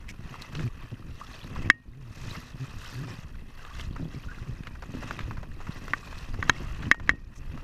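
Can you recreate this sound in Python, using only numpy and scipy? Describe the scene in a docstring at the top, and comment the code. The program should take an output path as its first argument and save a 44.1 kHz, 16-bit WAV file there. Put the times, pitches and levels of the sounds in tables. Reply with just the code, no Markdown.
"""Close up, a hand rubs and presses the fabric tube of an inflatable kayak in a river's shallows.
The weave rasps and fizzes, the air-filled tube booms, and bubbles and taps sound along the hull.
The one microphone is in a body-worn camera: wind buffets its port, and its plastic case colours the
rubbing and snaps sharply in its mount. The loudest snaps overload it and briefly pull its gain down."""
import sys
import numpy as np
from scipy import signal
from scipy.fft import rfft, irfft, next_fast_len
from scipy.io import wavfile
from scipy.ndimage import uniform_filter1d, map_coordinates

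SR = 44100
rng = np.random.default_rng(int(sys.argv[2]) if len(sys.argv) > 2 else 0)


def wav_out(sig):
    """Save sig, one row per channel (or a flat mono array), as 16-bit PCM at SR to the path in sys.argv[1]."""
    wavfile.write(sys.argv[1], SR, np.round(np.clip(np.atleast_2d(sig).T, -1, 1) * 32767).astype(np.int16))


N = 336615
TIME = np.arange(N) / SR


def rubbing():
    """Threads of the weave flick past: coarse grains rasp, fine ones fizz, both in small clumps."""
    # spectra of the rasp and the fizz, heard through the case: f/Hz, level/dB
    rasp_colour = [(150, -20), (400, 4.5), (800, 2), (1130, 8.5), (1500, 3), (1950, 7.5), (2250, -5),
                   (2580, 8.5), (3000, -3.5), (3250, 0), (3700, -97.5), (6000, -81)]
    fizz_colour = [(1800, -24), (3300, -0.5), (3900, 2), (4600, -3), (5600, 0), (6600, -5), (7700, -9),
                   (10000, -16), (12500, -22.5), (15000, -29)]
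    rasp_gain, fizz_gain = sliding()
    clumps = amp(2.5 * wander(per_s=190))
    coarse = grains(per_s=8000, spread_db=2)
    rasp = drift(colour(coarse * clumps, rasp_colour), share=0.022, per_s=14)  # as the hand moves
    fine = np.zeros(N)
    for low_hz in range(2000, 15000, 1300):  # each range of thread sizes catches in its own clumps
        band = signal.butter(3, [low_hz, low_hz + 1300], "bandpass", fs=SR, output="sos")
        catches = grains(per_s=6000, spread_db=4.5) * amp(2 * wander(per_s=120))
        fine += signal.sosfilt(band, catches)
    return rasp * rasp_gain + colour(fine * clumps, fizz_colour) * fizz_gain


def sliding(rest_rasp_db=-59, rest_fizz_db=-68.5):
    """Gains of the rasp and of the fizz: strokes rise out of the resting hand's creep."""
    # the hand slides over the fabric: middle t/s, length/s, rasp level/dB, fizz level/dB
    strokes = [(.4, 0.59, -49.5, -59.5), (.6, 0.3, -48.5, -56), (.82, 0.28, -52.5, -65.5),
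               (1.22, 0.37, -56.5, -61), (1.39, 0.44, -50.5, -57.5), (1.62, 0.46, -48.5, -61),
               (2.32, 0.57, -48.5, -52), (2.68, 0.41, -51.5, -58.5), (2.9, 0.44, -49, -52),
               (3.12, 0.46, -50, -57), (3.64, 0.44, -53, -61.5), (3.8, 0.27, -49.5, -55.5),
               (4.26, 1, -55.5, -63), (4.65, 0.45, -57.5, -68), (5.1, 0.77, -48, -57),
               (5.79, 0.68, -50.5, -59), (6.11, 0.95, -50.5, -57.5), (6.56, 0.51, -43, -53.5),
               (6.82, 0.44, -49.5, -59.5), (7.1, 0.4, -51, -61), (7.56, 0.88, -57.5, -71)]
    rasp_gain = np.hypot(amp(rest_rasp_db), swells(strokes, column=2))
    fizz_gain = np.hypot(amp(rest_fizz_db), swells(strokes, column=3))
    return rasp_gain, fizz_gain


def tube(rest_db=-51.5, surge_db=3.5):
    """The hand catches and lets go in uneven surges; each slip booms in the tube."""
    # resonances of the air-filled tube: f/Hz, width/Hz, level/dB
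    modes = [(82.5, 49, -3), (112.8, 51, 7.5), (147.2, 94, 2.5), (199, 44, -3), (252, 42, 3),
             (307.8, 57, -3.5), (413, 167, -17.5)]
    # the hand leans into the tube: middle t/s, length/s, level/dB
    pushes = [(.61, 0.17, -40), (.87, 0.59, -45.5), (1.09, 0.098, -42.5), (1.62, 0.77, -41.5),
              (2.32, 0.38, -39.5), (3.02, 0.52, -39), (4.04, 0.37, -41), (4.46, 0.35, -43.5),
              (5.02, 0.58, -40.5), (5.29, 0.41, -39.5), (5.86, 0.34, -40.5), (6.46, 0.61, -37),
              (6.86, 0.33, -39.5), (7.08, 0.36, -36), (7.5, 0.62, -52.5)]
    slips = grains(per_s=350, spread_db=6.5)
    boom = unit(sum(amp(db) * resonate(resonate(slips, hz, width), hz, width) for hz, width, db in modes))
    boom = drift(boom, share=0.06, per_s=8)  # as the tube flexes
    force = np.hypot(amp(rest_db), swells(pushes)) * amp(surge_db * wander(per_s=18))
    return force * even_out(boom, samples=4500)


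def crackle(below_fizz_db=8, decay_s=0.0021):
    """The weave snags and lets go with bright ticks, loudest in the briskest strokes."""
    # spectrum of the ticks: f/Hz, level/dB
    tick_colour = [(1200, -31), (2500, -5), (5000, 5), (7500, -18), (12500, -3), (15000, -19)]
    _, fizz_gain = sliding()
    snags = grains(per_s=380, spread_db=5)
    t = np.arange(SR // 100) / SR
    burst = rng.standard_normal(len(t)) * np.exp(-t / decay_s)
    ticks = colour(signal.oaconvolve(snags, burst)[:N], tick_colour)
    return amp(-below_fizz_db) * fizz_gain * ticks


def hand():
    """The hand bumps the tube, judders as it sticks and slips on the taut skin, and scuffs the cloth."""
    # dull bumps: t/s, peak level/dB, f/Hz
    bumps = [(0.193, -30, 130), (0.255, -28, 110), (2.379, -27, 115), (2.545, -29, 139),
             (3.188, -29.5, 130), (3.245, -35, 109.4), (3.872, -26, 70), (3.91, -28.5, 166),
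             (4.145, -30, 231), (4.271, -27.5, 95), (4.417, -27, 89.5), (4.494, -26, 125),
             (4.606, -26, 132), (4.737, -30, 71), (4.95, -26, 199), (5.232, -26, 34.4), (5.254, -30, 60),
             (5.381, -26.5, 76), (5.693, -20.5, 144), (6.457, -29.5, 92), (6.495, -23, 132),
             (6.667, -26, 70), (6.877, -28, 104)]
    # judders of the palm: t/s, length/s, level/dB, slip rate/Hz at the start, middle and end
    judders = [(1.882, 0.23, -40, 110.2, 136.8, 110), (.552, 0.091, -33, 132.2, 161, 162),
               (0.633, 0.054, -25, 96, 130, 95), (2.207, 0.041, -38.5, 132, 129, 122),
               (2.597, 0.054, -29.5, 121, 139.5, 126), (2.949, 0.1, -33, 110.4, 131.4, 158),
               (3.055, 0.065, -33.5, 134, 121, 110), (3.99, 0.096, -35.5, 149, 162.5, 149),
               (4.157, 0.029, -32, 118, 135, 136), (4.466, 0.068, -34.5, 154.5, 128.6, 112),
               (6.83, 0.063, -35.5, 135, 154, 146)]
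    # quick scuffs: t/s, length/s, level/dB, centre f/Hz
    scuffs = [(0.079, 0.039, -45.5, 2150), (0.083, 0.037, -53.5, 5800), (0.414, 0.017, -44, 4080),
              (3.807, 0.0075, -42.5, 3180), (6.178, 0.013, -49, 4100), (7.343, 0.057, -58.5, 6000)]
    out, t = np.zeros(N), np.arange(SR // 6) / SR
    for s, db, hz in bumps:
        age = t * hz / 0.26  # swells within half a cycle and dies in two or three
        add(out, s, amp(db) * age * np.exp(1 - age) * np.sin(2 * np.pi * hz * t))
    for s, length, db, *rates in judders:
        progress = np.arange(0, length, 1 / SR) / length
        jitter = 1 + 0.04 * wander(per_s=139)[:len(progress)]
        turns = np.cumsum(np.interp(progress, [0, 0.5, 1], rates) * jitter) / SR
        slips = sum(np.sin(2 * np.pi * k * turns) / k ** 2.2 for k in range(1, 4))  # rounded sawtooth
        add(out, s, amp(db) * slips * np.sin(np.pi * progress) ** 0.28)
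    for s, length, db, hz in scuffs:
        threads = grains(per_s=2700, spread_db=5.5)[:round(length * SR)]
        scuff = resonate(threads, hz, width=0.14 * hz) * signal.windows.tukey(len(threads), 0.5)
        add(out, s, amp(db) * unit(scuff))
    return out


def snaps(rise_s=0.00077, take_up_s=0.002, crack_db=-28, crack_s=0.00037, panel_hz=2400):
    """Right at the microphone, the mount snaps against the case; far panels and a metal part ring on."""
    # snaps: t/s, level/dB, extra body/dB, extra treble/dB, extra bite/dB, pitch factor, after-ring/dB
    strikes = [(1.7007, 5.5, -19, 2.5, 3, 0.99, -0.5), (5.9347, -10.5, 16, -4, -16, 1, -8.5),
               (6.4267, -16, 17, 2, 2, 1, -10), (6.4958, -1.5, 15.5, 12.5, 19, 0.88, -5),
               (6.9141, 3.5, -27.5, 3, 4.5, 0.996, 0.2), (7.0932, 4, -24, 2, -0.5, 1, -1.5)]
    # modes of the four parts that ring: f/Hz, level/dB, t60/s
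    case = [(1166, -6.5, 0.022), (1550, -9, 0.026), (1834, 21, 0.0091), (2235, -9.5, .028),
            (2580, -1, 0.0075), (3192, -6.5, 0.018), (3864, -3, 0.0091), (5340, -18.5, 0.016),
            (6390, -12, 0.0099), (9500, -18.5, 0.0066)]  # where the snap strikes
    panels = [(1170, -10, 0.021), (1860, -2, 0.041), (2230, -11, 0.037), (2680, -19.5, 0.03),
              (3255, -14, 0.016), (3824, -25.5, .02), (5200, -32, 0.029), (5730, -21, .011),
              (6280, -32.5, .012), (7070, -30, 0.024)]  # the far panels, which take up the blow and ring against it
    metal = [(1868, -30, 0.23), (2845, -51, 0.2)]  # a small part with a thin, long ring
    mount = [(282, -20, 0.036), (510, -23, 0.013)]  # gives with a dull knock
    out, t = np.zeros(N), np.arange(SR // 4) / SR
    hz = np.transpose(case)[0]
    shell = signal.butter(2, 800, "highpass", fs=SR, output="sos")  # a small shell radiates little bass
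    crack_lowpass = signal.butter(2, 9000, fs=SR)
    knock = ringing(mount, t)
    after_ring = ringing(metal, t) - ringing(panels, t) * (1 - np.exp(-t / take_up_s))
    for s, db, body_db, treble_db, bite_db, pitch, after_db in strikes:
        # the point of impact weights the case's modes, and shifts only those below panel_hz
        tilt_db = np.select([hz < 1600, hz < panel_hz, hz < 5800, hz < 8000],
                            [body_db, 0, treble_db, bite_db])
        struck = ringing(case, t, tilt_db, pitch=np.where(hz < panel_hz, pitch, 1))
        blow = signal.sosfilt(shell, struck * (1 - np.exp(-t / rise_s)))
        crack = signal.lfilter(*crack_lowpass, rng.standard_normal(len(t)) * np.exp(-t / crack_s))
        snap = blow / abs(blow).max() + amp(crack_db) * crack + knock + amp(after_db) * after_ring
        add(out, s, amp(db) * snap)
    return out


def taps(stray_count=16, rise_s=0.000067, tick_s=0.0001, focus_db=6, skirt_db=-14):
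    """Fingers, paddle and water tap the hull: each a tick and a brief scrunch around its own pitch."""
    # taps: t/s, peak level/dB, centre f/Hz, decay/s
    contacts = [(0.551, -28, 2660, 0.0028), (0.594, -25.5, 1880, 0.002), (1.56, -30.5, 1060, 0.011),
                (2.352, -33, 1170, 0.0097), (3.354, -44, 1900, 0.0029), (3.65, -31.5, 1850, 0.0025),
                (3.796, -29, 1920, 0.0039), (3.963, -32, 1090, 0.007), (3.982, -42, 1500, 0.0024),
                (4.429, -38, 1450, .003), (4.635, -35, 1810, 0.0027), (4.671, -26, 1860, 0.0049),
                (4.753, -40, 1290, 0.0078), (4.823, -32, 980, 0.0076), (4.836, -36, 1100, 0.0036),
                (5.026, -31.5, 900, 0.013), (5.109, -20, 1290, 0.0036), (5.191, -21.5, 1910, 0.003),
                (5.205, -33.5, 2580, 0.012), (5.31, -27.5, 990, 0.007), (5.37, -36, 1160, 0.013),
                (5.43, -34, 860, 0.0098), (5.603, -35, 1060, 0.017), (5.668, -34, 1120, 0.011),
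                (5.881, -27.5, 1090, 0.0035), (6.127, -30.5, 1130, 0.0046), (6.342, -31.5, 1200, 0.0057),
                (6.827, -32, 1720, 0.0083), (6.945, -19.5, 1300, 0.0035), (6.999, -23, 1250, 0.0045),
                (7.076, -28, 1590, 0.0047), (7.11, -21, 1580, 0.0049), (7.575, -35, 940, 0.0067)]
    # the spectrum they share: f/Hz, level/dB
    tap_colour = [(150, -18.5), (400, 14), (750, 2), (1130, 8), (1950, 4), (2300, 2), (3300, -1.5),
                  (6600, -6), (9000, -20.5)]
    # fainter taps fall at random
    strays = [(rng.random() * N / SR, -45.5 - 3 * abs(size), 1140 * 2 ** (0.29 * pitch), 0.013)
              for size, pitch in rng.standard_normal((stray_count, 2))]
    out, t = np.zeros(N), np.arange(SR // 25) / SR
    hz = np.fft.rfftfreq(len(t), 1 / SR) + 1
    fabric_db = spectrum_db(hz, tap_colour)
    for s, db, centre_hz, decay_s in contacts + strays:
        attack = 1 - np.exp(-t / rise_s)
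        decay = np.exp(-(t / decay_s) ** 0.99) + 0.41 * np.exp(-t / tick_s)
        emphasis_db = np.maximum(-focus_db * np.log2(hz / centre_hz) ** 2, skirt_db)
        phases = np.exp(2j * np.pi * rng.random(len(hz)))
        tap = attack * decay * irfft(amp(fabric_db + emphasis_db) * phases, len(t))
        add(out, s, amp(db) * tap / abs(tap).max())
    return out


def wind(lumpy_db=4):
    """Lumpy pressure on the microphone port: gusts on top of a breeze."""
    # spectrum of the eddies: f/Hz, level/dB
    wind_colour = [(8, -8), (22, 4.5), (38, -5), (60, -4.5), (90, -10.5), (150, -17), (400, -33.5),
                   (2000, -83.5)]
    # the breeze freshens as the camera swings out over the river: t/s, level/dB
    breeze = [(0, -48), (3.5, -45.5), (4.4, -43), (7.1, -38), (7.63, -41.5)]
    # gusts buffet the camera: middle t/s, length/s, level/dB
    gusts = [(.07, 0.05, -37), (.25, 0.088, -38), (.58, 0.27, -38), (.75, 0.42, -41), (1.09, 0.16, -40),
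             (1.62, 0.36, -33.5), (2.26, 0.25, -38.5), (2.78, .15, -41), (3.88, 0.58, -35.5),
             (6.65, 0.79, -34.5), (7.08, 0.54, -32)]
    eddies = even_out(colour(rng.standard_normal(N), wind_colour), samples=5000)
    breeze_db = np.interp(TIME, *np.transpose(breeze)) + lumpy_db * wander(per_s=26)
    return np.hypot(amp(breeze_db), swells(gusts)) * eddies


def trickle(single_count=520, gurgle_per_s=65, gurgle_octaves=0.4, gurgle_spread_db=4):
    """Tiny bubbles burst as the moving hull stirs the water, singly and in gurgling runs."""
    # runs of bubbles along the hull: t/s, length/s, level/dB, centre f/Hz
    gurgles = [(0.319, 0.091, -49, 1710), (1.329, 0.12, -37.5, 3400), (2.227, 0.21, -40.5, 2260),
               (2.807, 0.31, -42.5, 1505), (3.573, 0.18, -42.5, 1360), (3.877, .32, -47.5, 4150),
               (4.237, 0.13, -45.5, 1440)]
    out = np.zeros(N)
    rasp_gain, fizz_gain = sliding()
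    low_gain, high_gain = amp(-10) * rasp_gain, amp(-7) * fizz_gain  # single bubbles follow the strokes
    for when, pitch, size in rng.random((single_count, 3)):
        hz = 900 * 7.5 ** np.sqrt(pitch)
        stir = (high_gain if hz > 3300 else low_gain)[int(when * N)]
        add(out, when * N / SR, (3 + 13 * size ** 4) * stir * bubble(hz))
    for s, length, db, centre_hz in gurgles:
        for when, pitch, size in rng.random((40, 3))[:round(length * gurgle_per_s)]:
            hz = centre_hz * 2 ** (gurgle_octaves * (2 * pitch - 1))
            add(out, s + when * length, amp(db + gurgle_spread_db * (2 * size - 1.5)) * bubble(hz))
    return out


def bubble(hz, cycles=7, rise=0.015):
    """One bubble: it rings for some cycles while its pitch climbs."""
    t = np.arange(SR // 30) / SR
    age = t * hz / cycles
    return np.minimum(6 * age, 1) * np.exp(-age) * np.sin(2 * np.pi * hz * t * (1 + rise * age))


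def river(wash_db=-61.5):
    """A faint wash of river behind everything, and nearby plops whose pitch climbs as they surface."""
    # spectrum of the wash: f/Hz, level/dB
    wash_colour = [(40, 24), (300, 4), (1000, -24), (2700, -82), (5000, -44.5), (9000, -9), (15000, -14.5)]
    # bubbles beside the hull: t/s, length/s, peak level/dB, starting f/Hz, rise/octaves
    plops = [(0.342, 0.0036, -32.5, 1180, .1), (0.355, 0.0072, -39.5, 920, 0.13),
             (1.024, 0.0063, -44, 1160, .2), (1.213, 0.013, -33, 1040, 0.39),
             (1.356, 0.0045, -44, 4440, .1), (2.309, 0.0078, -37, 3900, .05),
             (2.86, 0.0052, -38.5, 3000, .1), (3.105, 0.0027, -41, 5200, 0.11),
             (3.959, 0.007, -40, 1070, 0.11), (4.284, 0.036, -43, 1435, 0.071),
             (4.313, 0.017, -40.5, 1574, 0.08), (4.384, 0.009, -41.5, 1260, 0.44),
             (5.516, 0.008, -46, 1620, 0.37)]
    out = amp(wash_db) * colour(rng.standard_normal(N), wash_colour)
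    for s, length, db, hz, rise in plops:
        age = np.arange(0, length, 1 / SR) / length
        envelope = np.minimum(age / 0.038, 1) * (1 - age ** 2)
        turns = np.cumsum(hz * 2 ** (rise * age)) / SR
        add(out, s, amp(db) * envelope * np.sin(2 * np.pi * turns))
    return out


def amp(db):
    """Decibels to gain."""
    return 10 ** (np.asarray(db) / 20)


def unit(x):
    """Scales to rms 1."""
    return x / np.sqrt(np.mean(x ** 2) + 1e-20)


def even_out(x, samples):
    """Holds the running rms near 1."""
    return x / np.sqrt(uniform_filter1d(x ** 2, size=samples) + 1e-6)


def add(mix, s, sound):
    """Mixes a sound in at time s."""
    part = mix[max(round(s * SR), 0):][:len(sound)]
    part += sound[:len(part)]


def spectrum_db(hz, points):
    """Level at hz of a spectrum drawn on a log-frequency axis."""
    point_hz, point_db = np.transpose(points)
    return np.interp(np.log(hz), np.log(point_hz), point_db)


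def colour(x, points):
    """Filters by a drawn spectrum; rms 1."""
    size = next_fast_len(N)
    hz = np.fft.rfftfreq(size, 1 / SR) + 1
    return unit(irfft(rfft(x, size) * amp(spectrum_db(hz, points)), size)[:N])


def resonate(x, hz, width):
    """A band-pass resonance of gain 1."""
    return signal.lfilter(*signal.iirpeak(hz, hz / width, SR), x)


def ringing(modes, t, tilt_db=0, pitch=1):
    """The modes of a struck part: a sum of dying sines."""
    hz, db, t60 = np.transpose(modes)
    envelopes = amp(db + tilt_db - 60 * t[:, None] / t60)
    return (envelopes * np.sin(2 * np.pi * hz * pitch * t[:, None])).sum(1)


def wander(per_s):
    """A random curve of rms 1 that turns per_s times a second."""
    knots = np.arange(0, N / SR + 1, 1 / per_s)
    return unit(np.interp(TIME, knots, rng.standard_normal(N)[:len(knots)]))


def grains(per_s, spread_db):
    """Random clicks, mostly small and a few large."""
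    size = amp(spread_db * np.minimum(rng.exponential(1, N), 4))
    return unit(size * rng.choice([-1, 1], N) * (rng.random(N) < per_s / SR))


def swells(rows, column=2, roundness=2.11, top=0.49):
    """Gain of overlapping arches, each reaching its column's level at the share top of its length."""
    power = np.zeros(N)
    for row in rows:
        middle, length = row[:2]
        phase = np.interp((TIME - middle) / length + 0.5, [0, top, 1], [0, 0.5, 1])
        power += amp(row[column]) ** 2 * abs(np.sin(np.pi * phase)) ** (2 * roundness)
    return np.sqrt(power)


def drift(x, share, per_s):
    """Lets every resonance of a steady sound slide up and down together by a share of its pitch."""
    place = np.cumsum(1 + share * wander(per_s))
    return map_coordinates(x, [place % (N - 1)], order=3, mode="mirror")


def scene():
    """Everything as it reaches the one body-worn microphone."""
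    return (wind() + tube() + rubbing() + crackle() + hand() + river() + trickle() + taps() + snaps())[None]


def record(dry, threshold_db=-16, recovery_db_per_s=32, sense_s=0.0022, attack_s=0.0037, edge_hz=15500):
    """The camera's gain falls fast at a loud snap and creeps back; then overload and the band limit."""
    keep, lag = np.exp(-1 / (sense_s * SR)), np.exp(-1 / (attack_s * SR))
    power_db = 10 * np.log10(signal.lfilter([1 - keep], [1, -keep], dry[0] ** 2) + 1e-12)
    recovery_db = recovery_db_per_s * TIME
    held_db = np.maximum.accumulate(power_db + recovery_db) - recovery_db
    over_db = np.maximum(held_db - threshold_db, 0)
    ducked = dry * amp(-signal.lfilter([1 - lag], [1, -lag], over_db))
    overloaded = ducked / (1 + ducked ** 6) ** (1 / 6)
    band_limit = signal.firwin(255, edge_hz, window=("kaiser", 8), fs=SR)
    return signal.oaconvolve(overloaded, band_limit[None], "same")


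dry = scene()
out = record(dry)
wav_out(out)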